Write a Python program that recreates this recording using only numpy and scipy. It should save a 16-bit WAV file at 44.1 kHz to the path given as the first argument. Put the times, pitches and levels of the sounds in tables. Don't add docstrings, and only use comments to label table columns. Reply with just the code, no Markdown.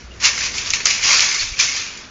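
import sys
import numpy as np
from scipy import signal
from scipy.fft import rfft, irfft, next_fast_len
from scipy.io import wavfile
from scipy.ndimage import uniform_filter1d, minimum_filter1d, map_coordinates

SR = 44100
rng = np.random.default_rng(int(sys.argv[2]) if len(sys.argv) > 2 else 0)


def master_out(mix):
    frames = np.transpose(np.atleast_2d(mix))
    ceiling = np.clip(frames, -1, 1)
    pcm = np.round(ceiling * 32767).astype(np.int16)
    wavfile.write(sys.argv[1], SR, pcm)


N = 92610
T = np.arange(N) / SR
TAIL = np.arange(SR // 3) / SR

# (f/Hz, level/dB)
AIR_SPECTRUM = [(60, -21), (130, -6.5), (180, -12.5), (300, -11), (400, -14), (700, -16.5), (1000, -15.5),
                (1600, -12), (2600, -19.5), (3100, -18.5), (7000, -29.5), (9000, -57.5)]
RUMBLE_SPECTRUM = [(12, -34), (20, 1.5), (59, -3.5), (100, 0.5), (147, -9), (178, -4.5), (455, -10),
                   (586, -13), (700, -14), (910, -39.5), (1540, -120)]
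BUMP_SPECTRUM = [(20, 0), (50, 4.5), (95, -2), (160, -26), (400, -42)]
# (t/s, level/dB)
RUMBLE_ENVELOPE = [(0, -45), (.05, -46.5), (.55, -40.5), (.65, -43), (1.1, -42), (1.35, -45.5), (1.5, -56),
                   (1.6, -44.5), (2.1, -47.5)]
# (t/s, level/dB)
HUM_ENVELOPE = [(0, -64), (.045, -38), (.2, -44), (.3, -47), (.52, -45), (.62, -58.5), (2.1, -67)]
# (t/s, level/dB, Gaussian width/s)
HAND_BUMPS = [(0.732, -38, 0.025), (1.444, -32, 0.029), (1.521, -29, 0.011)]
# (t/s, level/dB)
LOOP_ENVELOPE = [(0, -60), (.19, -58), (.215, -34.5), (.27, -30.5), (.34, -41), (.5, -46), (.7, -40.5),
                 (.755, -39), (.835, -48), (.865, -32), (.91, -39), (.98, -46), (1.06, -33.5), (1.12, -26),
                 (1.26, -34.5), (1.4, -42), (1.56, -55), (1.61, -38), (1.68, -42), (1.76, -47.5),
                 (1.95, -44.5), (2.1, -50)]
# (f/Hz, level/dB)
LOOP_SPECTRUM = [(300, -31.5), (550, -13), (720, -16), (900, -3.5), (1150, -1.5), (1550, -2), (1850, -3),
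                 (2600, -28), (5000, -61)]
# (t/s, f/Hz, bandwidth/Hz, level/dB, T60/s)
PINGS = [(.107, 2821, 150, -41, .18), (0.239, 2770, 497, -19, 0.26), (0.582, 2480, 500, -24.5, .12),
         (0.7346, 2600, 597, -17, 0.084), (1.1, 2300, 400, -16, 0.26), (1.394, 4420, 550, -18, 0.17),
         (1.526, 2310, 79.6, -26, .09), (1.597, 2410, 250, -15, 0.1), (1.677, 2164, 60, -21.5, 0.13)]
# (t/s, level/dB, rise time/s)
EDGE_STRIKES = [(0.7037, -8, .0005), (0.855, 6.5, 0.0012), (1.5968, -3, 0.0024)]
# (f/Hz, level/dB, T60/s)
EDGE_MODES = [(6300, 0.5, 0.017), (7180, -7.5, 0.014), (5432, -17, 0.048)]
# (f/Hz, level/dB)
STEEL_SPECTRUM = [(240, -37.5), (400, -26), (589, -22.5), (723, -24.5), (900, -18), (1200, -13),
                  (1550, -9.5), (1900, -5.5), (2200, -0.74), (2400, -0.7), (2850, -3), (3200, -6),
                  (3900, -4.5), (4400, -3.04), (5000, -0.5), (5900, -1), (6300, -1.3), (7050, -3.5),
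                  (7400, -11.5), (9000, -53.5)]
# (f/Hz, level/dB)
BLADE_MODES = [(1154, -1), (1518, -19.5), (1810, 0.5), (2223, -0.5), (2363, -1.5), (2556, 2.5),
               (2795, -4.5), (4198, -6), (4551, -1), (5404, -2), (6138, -2), (6540, -12)]
# (t/s, level/dB)
EFFORT = [(0, -40), (.085, -53), (.125, -46), (.192, -45), (.205, -31), (.248, -11), (.28, -16), (.32, -25),
          (.365, -24), (.39, -22), (.46, -19.5), (.485, -26), (.53, -30), (.56, -23), (.6, -23), (.64, -28),
          (.665, -24), (.695, -28), (.73, -27), (.75, -21), (.78, -28), (.84, -30.5), (.87, -17.5),
          (.92, -18), (1.01, -26), (1.045, -14), (1.08, -14.5), (1.11, -11.5), (1.19, -14.5), (1.225, -14),
          (1.275, -19), (1.315, -19), (1.38, -24), (1.41, -19), (1.46, -25), (1.495, -25), (1.515, -31),
          (1.575, -31.5), (1.605, -14.5), (1.665, -20.5), (1.735, -24), (1.765, -20.5), (1.92, -35),
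          (2, -36), (2.1, -45.5)]
# (t/s, level/dB, spectral tilt/(dB per octave))
SNAPS = [(.2455, -18, 10), (.252, -8, 4), (.377, -21, -3), (.4075, -21, -1), (0.5409, -25, -2.5),
         (0.581, -19.5, 0), (0.6601, -25, -2), (0.7034, -17.5, 2), (0.735, -12, 0), (0.8029, -23.5, -3),
         (0.8554, -10, -2.5), (.868, -13.5, -2), (0.9046, -14.5, 1.5), (1.2052, -12, 3),
         (1.221, -16.5, 8.5), (1.3458, -24.5, -1), (1.5905, -18.5, -2), (1.5968, -14.5, 1),
         (1.628, -26, 1.5), (1.9734, -32.5, 1)]

RING_T60_S, MODE_T60_S = .17, .25
MODE_DETUNING = .0061
DISPERSION_S = .001192
CONTACTS_PER_S = 600
DENSER_PER_DB, BRIGHTER_PER_DB = .21, .1148
AIR_DB, SLIDE_DB, CHATTER_DB, SNAP_DB = -46.5, -2.5, -3, -1


def amp(db):
    return 10 ** (np.asarray(db) / 20)


def unit_rms(x):
    return x / np.sqrt(np.mean(x ** 2) + 1e-20)


def envelope(rows):
    return np.interp(T, *np.transpose(rows))


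def spectral_gain(spectrum, hz):
    f, db = np.transpose(spectrum)
    return amp(np.interp(np.log(hz + 1), np.log(f + 1), db))


def filtered(x, response):
    size = next_fast_len(len(x) + 8192)
    return irfft(rfft(x, size) * response(np.fft.rfftfreq(size, 1 / SR)), size)[:len(x)]


def low_pass(x, cutoff_hz, order):
    return filtered(x, lambda hz: 1 / np.sqrt(1 + (hz / cutoff_hz) ** (2 * order)))


def noise(spectrum):
    return unit_rms(filtered(rng.standard_normal(N), lambda hz: spectral_gain(spectrum, hz)))


def fluctuation(knots_per_s):
    return map_coordinates(rng.standard_normal(int(N * knots_per_s / SR) + 4), [T * knots_per_s])


def decay(t60):
    return np.exp(-np.log(1000) * TAIL / t60)


def add(out, start_s, x):
    part = out[max(round(start_s * SR), 0):][:len(x)]
    part += x[:len(part)]


def background():
    hum_phase = 2 * np.pi * 60 * T + .5 * fluctuation(10)
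    hum = np.sqrt(2) * np.sin(hum_phase) * amp(envelope(HUM_ENVELOPE))
    air = amp(AIR_DB) * noise(AIR_SPECTRUM)
    rumble = amp(envelope(RUMBLE_ENVELOPE)) * noise(RUMBLE_SPECTRUM)
    bumps = sum(amp(db) * np.exp(-.5 * ((T - t) / width_s) ** 2) for t, db, width_s in HAND_BUMPS)
    return air + rumble + hum + bumps * noise(BUMP_SPECTRUM)


def loop_wobble():
    flutter = amp(1.5 * fluctuation(60))
    return amp(envelope(LOOP_ENVELOPE)) * unit_rms(flutter * noise(LOOP_SPECTRUM))


def pings():
    out = np.zeros(N)
    for t, hz, width_hz, db, t60 in PINGS:
        excitation = rng.standard_normal(len(TAIL))
        cluster = filtered(excitation, lambda f: 1 / (1 + (2 * (f - hz) / width_hz) ** 4))
        rise_s = .016 * t60
        shape = decay(t60) * (1 - np.exp(-TAIL / rise_s))
        add(out, t, amp(db) * unit_rms(cluster * shape) * np.sqrt(np.mean(shape ** 2)))
    return out


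def edge_clicks():
    out = np.zeros(N)
    ring = sum(amp(db) * decay(t60) * np.sin(2 * np.pi * hz * TAIL) for hz, db, t60 in EDGE_MODES)
    for t, db, rise_s in EDGE_STRIKES:
        onset = 1 - np.exp(-(TAIL / rise_s) ** 2)
        add(out, t, amp(db) * ring * onset)
    return out


def sliding():
    grain = amp(1.73 * fluctuation(250))
    return amp(SLIDE_DB + envelope(EFFORT)) * unit_rms(grain * noise(STEEL_SPECTRUM))


def brighten(x, corner_hz=4000):
    treble = filtered(x, lambda hz: 1 / (1 + (corner_hz / (hz + 1)) ** 4))
    treble_gain = amp(BRIGHTER_PER_DB * (envelope(EFFORT) + 17.5))
    return x + treble * (treble_gain - 1)


def flex(x, depth_db=1.55):
    spectrogram = signal.stft(x, nperseg=1024)[2]
    patches = rng.standard_normal(spectrogram.shape)
    for _ in range(2):
        patches = uniform_filter1d(patches, size=5, axis=0)
        patches = uniform_filter1d(patches, size=4, axis=1)
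    gain = unit_rms(amp(depth_db * unit_rms(patches)))
    return signal.istft(spectrogram * gain, nperseg=1024)[1][:N]


def blade_response(crack_t60, ring_db, tilt_db):
    dense = rng.standard_normal(len(TAIL)) * (decay(crack_t60) + amp(ring_db) * decay(RING_T60_S))
    modes = np.zeros(len(TAIL))
    for hz, db in BLADE_MODES:
        strength = amp(db + 3 * rng.standard_normal())
        detuned_hz = hz * (1 + MODE_DETUNING * rng.standard_normal())
        modes += strength * np.sin(2 * np.pi * (detuned_hz * TAIL + rng.random()))

    def steel(hz):
        khz = np.maximum(hz, 100) / 1000
        dispersion = np.exp(-4j * np.pi * hz * DISPERSION_S / np.sqrt(khz))
        return spectral_gain(STEEL_SPECTRUM, hz) * amp(tilt_db * np.log2(khz)) * dispersion
    ring = filtered(dense + amp(-22) * unit_rms(modes) * decay(MODE_T60_S), steel)
    return ring / np.linalg.norm(ring)


def chatter(places=12):
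    effort_db = envelope(EFFORT)
    rate = CONTACTS_PER_S * amp(DENSER_PER_DB * (effort_db + 19.5))
    taps_due = np.cumsum(rate) / SR
    count = int(taps_due[-1])
    jitter, size_draw, place_draw = rng.random((count, 3)).T
    at = np.minimum(np.searchsorted(taps_due, np.arange(count) + 2 * jitter - .5), N - 1)
    scatter_db = 3 * np.minimum(-np.log(1 - size_draw), np.pi)
    strength = unit_rms(amp(scatter_db)) * amp(effort_db[at]) * np.sqrt(SR / rate[at])
    place = (place_draw * places).astype(int)
    out = np.zeros(N)
    for k in range(places):
        taps = np.bincount(at, strength * (place == k), N)
        ring = blade_response(crack_t60=.008, ring_db=-9, tilt_db=2.6 * rng.standard_normal())
        out += signal.fftconvolve(taps, ring)[:N]
    return amp(CHATTER_DB) * out


def snaps():
    out = np.zeros(N)
    for t, db, tilt_db in SNAPS:
        ring = blade_response(crack_t60=.03, ring_db=-7.5, tilt_db=tilt_db)
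        add(out, t, amp(SNAP_DB + db) * np.sqrt(SR / 100) * ring)
    return out


def scene():
    mono = background()
    mono += flex(snaps() + brighten(sliding() + chatter()) + loop_wobble())
    mono += pings() + edge_clicks()
    return np.array([mono, mono])


def record(dry, ceiling=.95):
    narrow = low_pass(dry.mean(axis=0), cutoff_hz=7330, order=100)
    needed_gain = ceiling / np.maximum(np.abs(narrow), ceiling)
    smooth_gain = uniform_filter1d(minimum_filter1d(needed_gain, size=25), size=25)
    out = low_pass(narrow * smooth_gain, cutoff_hz=10500, order=40)
    return np.array([out, out])


dry = scene()
out = record(dry)
master_out(out)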